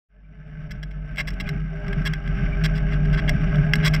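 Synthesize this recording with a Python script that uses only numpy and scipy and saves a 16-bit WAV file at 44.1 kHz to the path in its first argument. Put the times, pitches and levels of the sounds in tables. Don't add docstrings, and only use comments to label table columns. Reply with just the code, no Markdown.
import sys
import numpy as np
from scipy import signal
from scipy.fft import rfft, irfft, next_fast_len
from scipy.io import wavfile
from scipy.ndimage import map_coordinates

SR = 44100
rng = np.random.default_rng(int(sys.argv[2]) if len(sys.argv) > 2 else 0)


def dump(signal):
    limited = np.clip(np.atleast_2d(signal).T, -1, 1)
    pcm = np.round(limited * 32767).astype(np.int16)
    wavfile.write(sys.argv[1], SR, pcm)


N = 176400


# (time [s], rate [firings/s])
FIRING_RATE = [(.2, 47.9), (.7, 50.7), (.9, 48.5), (1.5, 45.7), (2.4, 45.1), (3.05, 48), (3.3, 50), (4, 43)]
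# (time [s], level [dB])
DRONE_LEVEL = [(0.18, -8), (0.44, -16), (0.57, -16), (0.66, -31), (0.76, -12.5), (1.07, -13), (1.23, -20.5),
               (1.33, -8.5), (1.45, -30), (1.57, -13), (1.71, -18), (1.97, -16.5), (2.5, -13.5),
               (2.93, -15), (3.7, -19), (3.8, -27), (3.9, -18), (3.99, -15.5)]
# (multiple of the firing rate, relative level [dB])
DRONE_HARMONICS = [(1, 6.5), (2, -14), (3, -26.5), (4, -12.5), (5, -23.5), (6, -25.5), (7, -31)]
# (time [s], level [dB])
CLATTER_LEVEL = [(.15, -33), (.3, -39.5), (.6, -33), (.95, -42), (1.3, -36), (1.55, -34.5), (1.68, -42.5),
                 (1.9, -32.5), (2.15, -39), (2.45, -34.5), (2.75, -38.5), (3.25, -36), (3.55, -34.5),
                 (4, -38.5)]
# (frequency [Hz], relative density [dB per Hz])
CLATTER_SPECTRUM = [(500, -41), (950, -32.5), (1090, -6.5), (1190, -12.5), (1320, 0), (1420, -12),
                    (1530, 6.5), (1660, -2.5), (1830, -9), (2080, -4), (2300, -6), (2550, -11), (2900, -10),
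                    (3300, -22), (3650, -23.5), (3850, -32.5), (4300, -39), (4700, -26), (4900, -37),
                    (5150, -27), (5700, -22), (6050, -41.5), (6700, -50), (7600, -49), (7950, -38),
                    (8400, -54.5), (10500, -63), (12500, -60.5), (15500, -73)]

# (time [s], level [dB])
BOOM_LEVEL = [(0.18, -33), (0.3, -18.5), (0.35, -40), (0.38, -15.5), (0.71, -18.5), (0.76, -31),
              (0.79, -13.5), (0.92, -25.5), (0.96, -20), (1.23, -24), (1.31, -25), (1.46, -28),
              (1.5, -17.5), (2.05, -24), (2.1, -11), (2.19, -28), (2.32, -17), (2.37, -32), (2.52, -19.5),
              (2.57, -21), (2.63, -13.5), (2.83, -23), (2.9, -22), (2.97, -15), (3.09, -17), (3.21, -25.5),
              (3.33, -19), (3.56, -19.5), (3.61, -14.5), (3.75, -21), (3.88, -13), (3.99, -21.5)]
# (time [s], frequency [Hz])
BOOM_PITCH = [(.3, 154), (1.3, 153), (1.7, 158), (2.3, 155), (2.5, 152), (2.65, 158), (3.05, 150),
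              (3.35, 156), (3.55, 152), (4, 156)]

# (time [s], frequency [Hz])
WHINE_PITCH = [(.2, 427), (1.15, 424.2), (1.55, 404), (2.3, 399.6), (2.8, 405.5), (3.7, 411), (4, 408.8)]
# (time [s], level [dB])
WHINE_LEVEL = [(0.18, -36.5), (0.28, -50), (0.39, -40), (1.12, -46.5), (1.54, -33.5), (1.63, -46),
               (1.91, -31), (2.0, -40.5), (2.64, -35.5), (2.72, -40.5), (3.85, -37.5), (3.99, -43.5)]
# (multiple of the fundamental, relative level [dB])
WHINE_HARMONICS = [(1, -3), (2, -15), (3, -17.5), (4, -7.5)]

# (time [s], level [dB])
WIND_LEVEL = [(0.18, -30), (0.72, -20), (0.83, -30), (1.36, -25.5), (1.45, -21.5), (1.51, -24),
              (1.57, -19.5), (1.69, -32), (1.97, -21.5), (2.19, -31.5), (2.39, -21), (2.45, -22.5),
              (2.79, -27), (3.28, -22), (3.49, -24), (3.55, -22.5), (3.66, -25.5), (3.99, -26)]
# (frequency [Hz], relative density [dB per Hz])
WIND_SPECTRUM = [(8, -22.5), (18, 2), (40, 6.5), (60, 3), (80, -4), (110, -3), (140, 7.5), (195, 1),
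                 (220, -6.5), (280, -12), (330, -17), (370, -25.5), (470, -30), (700, -66.5), (2000, -100)]
# (time [s], level [dB])
TYRE_LEVEL = [(.18, -35), (.27, -40.5), (.57, -39), (.9, -41), (1.1, -44.5), (1.2, -40.5), (1.44, -36.5),
              (1.63, -45), (1.9, -36), (2.14, -48), (2.4, -39), (2.8, -42), (3.2, -40), (3.3, -33.5),
              (3.38, -43.5), (3.54, -38.5), (4, -40)]
# (frequency [Hz], relative density [dB per Hz])
TYRE_SPECTRUM = [(300, -48.5), (500, -14.5), (560, -8), (595, 5.5), (640, 2.5), (720, -3.5), (770, -12),
                 (820, -10), (980, -17), (1300, -34), (4000, -83)]

# (frequency [Hz], relative density [dB per Hz])
STEEL_SPECTRUM = [(200, -34), (400, -29.5), (630, -13.5), (800, -17.5), (970, -24), (1120, -7.5),
                  (1300, -17.5), (1480, -8), (1660, 3.5), (1870, -8), (2100, 3), (2400, -14), (2800, -5.5),
                  (3000, -15), (3300, -3.5), (3700, -24), (3950, -11.5), (4250, -26), (4700, -14),
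                  (4900, -19), (5100, -8.5), (5250, -22.5), (5500, -6.5), (5800, -26.5), (6050, -29),
                  (6350, -23.5), (6750, -44.5), (7350, -21.5), (7650, -31.5), (8050, -19.5), (8600, -34),
                  (9500, -42.5), (10400, -42.5), (11200, -32), (12700, -31.5), (14300, -37), (15500, -36.5)]
# (time [s], length [s], pitch [Hz], peak level [dB])
SQUEAKS = [(0.237, 0.025, 2330, -34), (1.451, 0.025, 2450, -32), (2.515, 0.041, 2310, -31)]
# (time [s], length [s], level [dB], gain above BRIGHT_HZ [dB])
RATTLES = [(0.708, .012, -25, 6.5), (0.829, .007, -24, 2.5), (0.909, .007, -36, -1),
           (1.159, .003, -29.5, 1.5), (1.171, 0.0028, -22, -3), (1.179, .034, -14.5, -3.5),
           (1.273, .016, -19, 0), (1.304, .003, -28, 3.5), (1.334, .008, -37.5, 1.5), (1.4, .012, -18, -2),
           (1.466, .018, -29.5, -13), (1.490, .003, -19, 4.5), (1.881, .003, -27, -3.5),
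           (1.928, .009, -27, -6.5), (2.021, .005, -41, -6), (2.052, .027, -20.5, 1),
           (2.135, .003, -20.5, -1), (2.638, .024, -21, 1.5), (2.276, .003, -31, -7.5),
           (2.751, .022, -34, -4), (2.777, .007, -32, -1), (2.918, .024, -33, -10), (3.05, .007, -36, -7),
           (3.128, .020, -29, -8.5), (3.174, .025, -26.5, -14), (3.278, .020, -25, -16),
           (3.293, .003, -22.5, 8.5), (3.557, .004, -32.5, -2), (3.735, .004, -15, -2.5),
           (3.755, .003, -28.5, 10), (3.827, .015, -27.5, -15), (3.847, .034, -20.5, 4),
           (3.936, .015, -24, 2), (3.962, .003, -26.5, -3)]

DRONE_DB, BOOM_DB, WHINE_DB, WIND_DB, TYRES_DB, RATTLE_DB = -6.5, -3.5, 0, 2, -1, 6.5
BOOM_WANDER_HZ = 1.47
TICKS_PER_S, TICK_DB, TICK_SCATTER_DB, TICK_T60_S = 14, -41.5, 1.5, 0.0091
CONTACTS_PER_S, CONTACT_SCATTER_DB = 215, 0.4
CONTACT_ATTACK_S, CONTACT_T60_S = 0.00041, 0.015
TAIL_T60_S, TAIL_DB = 0.05, -21
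BRIGHT_HZ = 4000
FADE_START_S, FADE_END_S = 0.087, 4.12
TOP_HZ = 15700


def amp(db):
    return 10 ** (np.asarray(db) / 20)


def unit(x):
    return x / np.sqrt(np.mean(x ** 2) + 1e-20)


def along(points, hz):
    f, v = np.transpose(points)
    return np.interp(np.log(hz + 1), np.log(np.sort(f) + 1), v)


def curve(rows):
    return np.interp(np.arange(N) / SR, *np.transpose(rows))


def wobble(rate):
    position = np.arange(N) * rate / SR
    return map_coordinates(rng.standard_normal(N // 16), [position + 2], mode="mirror")


def coloured(x, spectrum):
    m = 2 * next_fast_len(N // 2 + SR // 4)
    gain = unit(amp(along(spectrum, np.fft.rfftfreq(m, 1 / SR))))
    cepstrum = irfft(np.log(gain))
    cepstrum[1:m // 2] *= 2
    cepstrum[m // 2 + 1:] = 0
    response = np.exp(rfft(cepstrum))
    return irfft(rfft(x, m) * response, m)[:N]


def rush(spectrum):
    return unit(coloured(rng.standard_normal(N), spectrum))


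def turning(hz):
    return 2 * np.pi * np.cumsum(hz) / SR


def partials(phase, harmonics, flutter_db, flutter_rate):
    mix = np.zeros(N)
    for multiple, db in harmonics:
        level = amp(db + flutter_db * wobble(flutter_rate))
        mix += level * np.sin(round(multiple) * phase + rng.uniform(0, 2 * np.pi))
    return unit(mix)


def engine(clatter_depth=0.13, shake_db=1.7, tappet_db=3):
    phase = turning(curve(FIRING_RATE) + 0.52 * wobble(14))
    harmonics = partials(phase, DRONE_HARMONICS, flutter_db=0.7, flutter_rate=18)
    drone = amp(curve(DRONE_LEVEL) + DRONE_DB) * harmonics

    roughness = amp(tappet_db * wobble(700))
    pulse = 1 + clatter_depth * np.cos(phase)
    grains = rng.standard_normal(N) * roughness * pulse
    clatter_gain = amp(curve(CLATTER_LEVEL) + shake_db * wobble(24.47))
    return drone + clatter_gain * unit(coloured(grains, CLATTER_SPECTRUM))


def frame_boom(swell_db=1):
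    phase = turning(curve(BOOM_PITCH) + BOOM_WANDER_HZ * wobble(24.11))
    gain = amp(curve(BOOM_LEVEL) + BOOM_DB + swell_db * wobble(35))
    return gain * unit(np.sin(phase))


def drive_whine(jitter=.011, waver=0.008235):
    drift = 1 + jitter * wobble(70) + waver * wobble(13)
    phase = turning(curve(WHINE_PITCH) * drift)
    harmonics = partials(phase, WHINE_HARMONICS, flutter_db=3.2, flutter_rate=33)
    return amp(curve(WHINE_LEVEL) + WHINE_DB) * harmonics


def wind(buffet_db=1):
    return amp(curve(WIND_LEVEL) + WIND_DB + buffet_db * wobble(22)) * rush(WIND_SPECTRUM)


def tyres(boards_db=1.57):
    return amp(curve(TYRE_LEVEL) + TYRES_DB + boards_db * wobble(21)) * rush(TYRE_SPECTRUM)


def ticks():
    struck = rng.random(N) < TICKS_PER_S / SR
    taps = struck * amp(TICK_DB + TICK_SCATTER_DB * rng.standard_normal(N))
    decay = amp(-60 * np.arange(SR // 20) / SR / TICK_T60_S)
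    envelope = signal.fftconvolve(taps, decay)[:N]
    bright_noise = np.diff(rng.standard_normal(N + 1))
    return coloured(envelope * bright_noise, STEEL_SPECTRUM)


def squeaks(waver=.02):
    t = np.arange(N) / SR
    drift = 1 + waver * wobble(250)
    out = np.zeros(N)
    for start, length, hz, db in SQUEAKS:
        swell = np.sin(np.pi * np.clip((t - start) / length, 0, 1))
        out += amp(db) * swell * np.sin(turning(hz * drift))
    return out


def rattles(scatter=.12, alike=0.48, first_db=-3):
    t = np.arange(SR // 8) / SR
    decay = amp(-60 * t / CONTACT_T60_S) + amp(TAIL_DB - 60 * t / TAIL_T60_S)
    envelope = decay * (1 - np.exp(-t / CONTACT_ATTACK_S))
    split = signal.butter(2, BRIGHT_HZ, fs=SR, output="sos")
    out = np.zeros(N + SR)
    for start, length, db, bright_db in RATTLES:
        count = 1 + int(length * CONTACTS_PER_S)
        shared = rng.standard_normal(len(t))
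        own = rng.standard_normal((count, len(t)))
        noise = np.sqrt(alike) * shared + np.sqrt(1 - alike) * own
        low = signal.sosfiltfilt(split, noise)
        rings = envelope * (low + amp(bright_db) * (noise - low))

        late, size = rng.standard_normal((2, count))
        k = np.arange(count)
        times = start + (k + scatter * late * (k > 0)) / CONTACTS_PER_S
        sizes = amp(CONTACT_SCATTER_DB * size + first_db * (k == 0))
        gains = amp(db + RATTLE_DB) * unit(sizes)
        for time, gain, ring in zip(times, gains, rings):
            out[round(time * SR):][:len(t)] += gain * ring
    return coloured(out[:N], STEEL_SPECTRUM)


def scene():
    bike = engine() + frame_boom() + drive_whine()
    surroundings = wind() + tyres()
    loose_parts = ticks() + squeaks() + rattles()
    return (bike + surroundings + loose_parts)[None]


def record(dry):
    fade = np.clip((np.arange(N) / SR - FADE_START_S) / (FADE_END_S - FADE_START_S), 0, 1)
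    m = next_fast_len(N + SR // 2)
    band = 1 / np.sqrt(1 + (np.fft.rfftfreq(m, 1 / SR) / TOP_HZ) ** 200)
    return irfft(rfft(dry * fade, m) * band, m)[..., :N]


dry = scene()
out = record(dry)
dump(out)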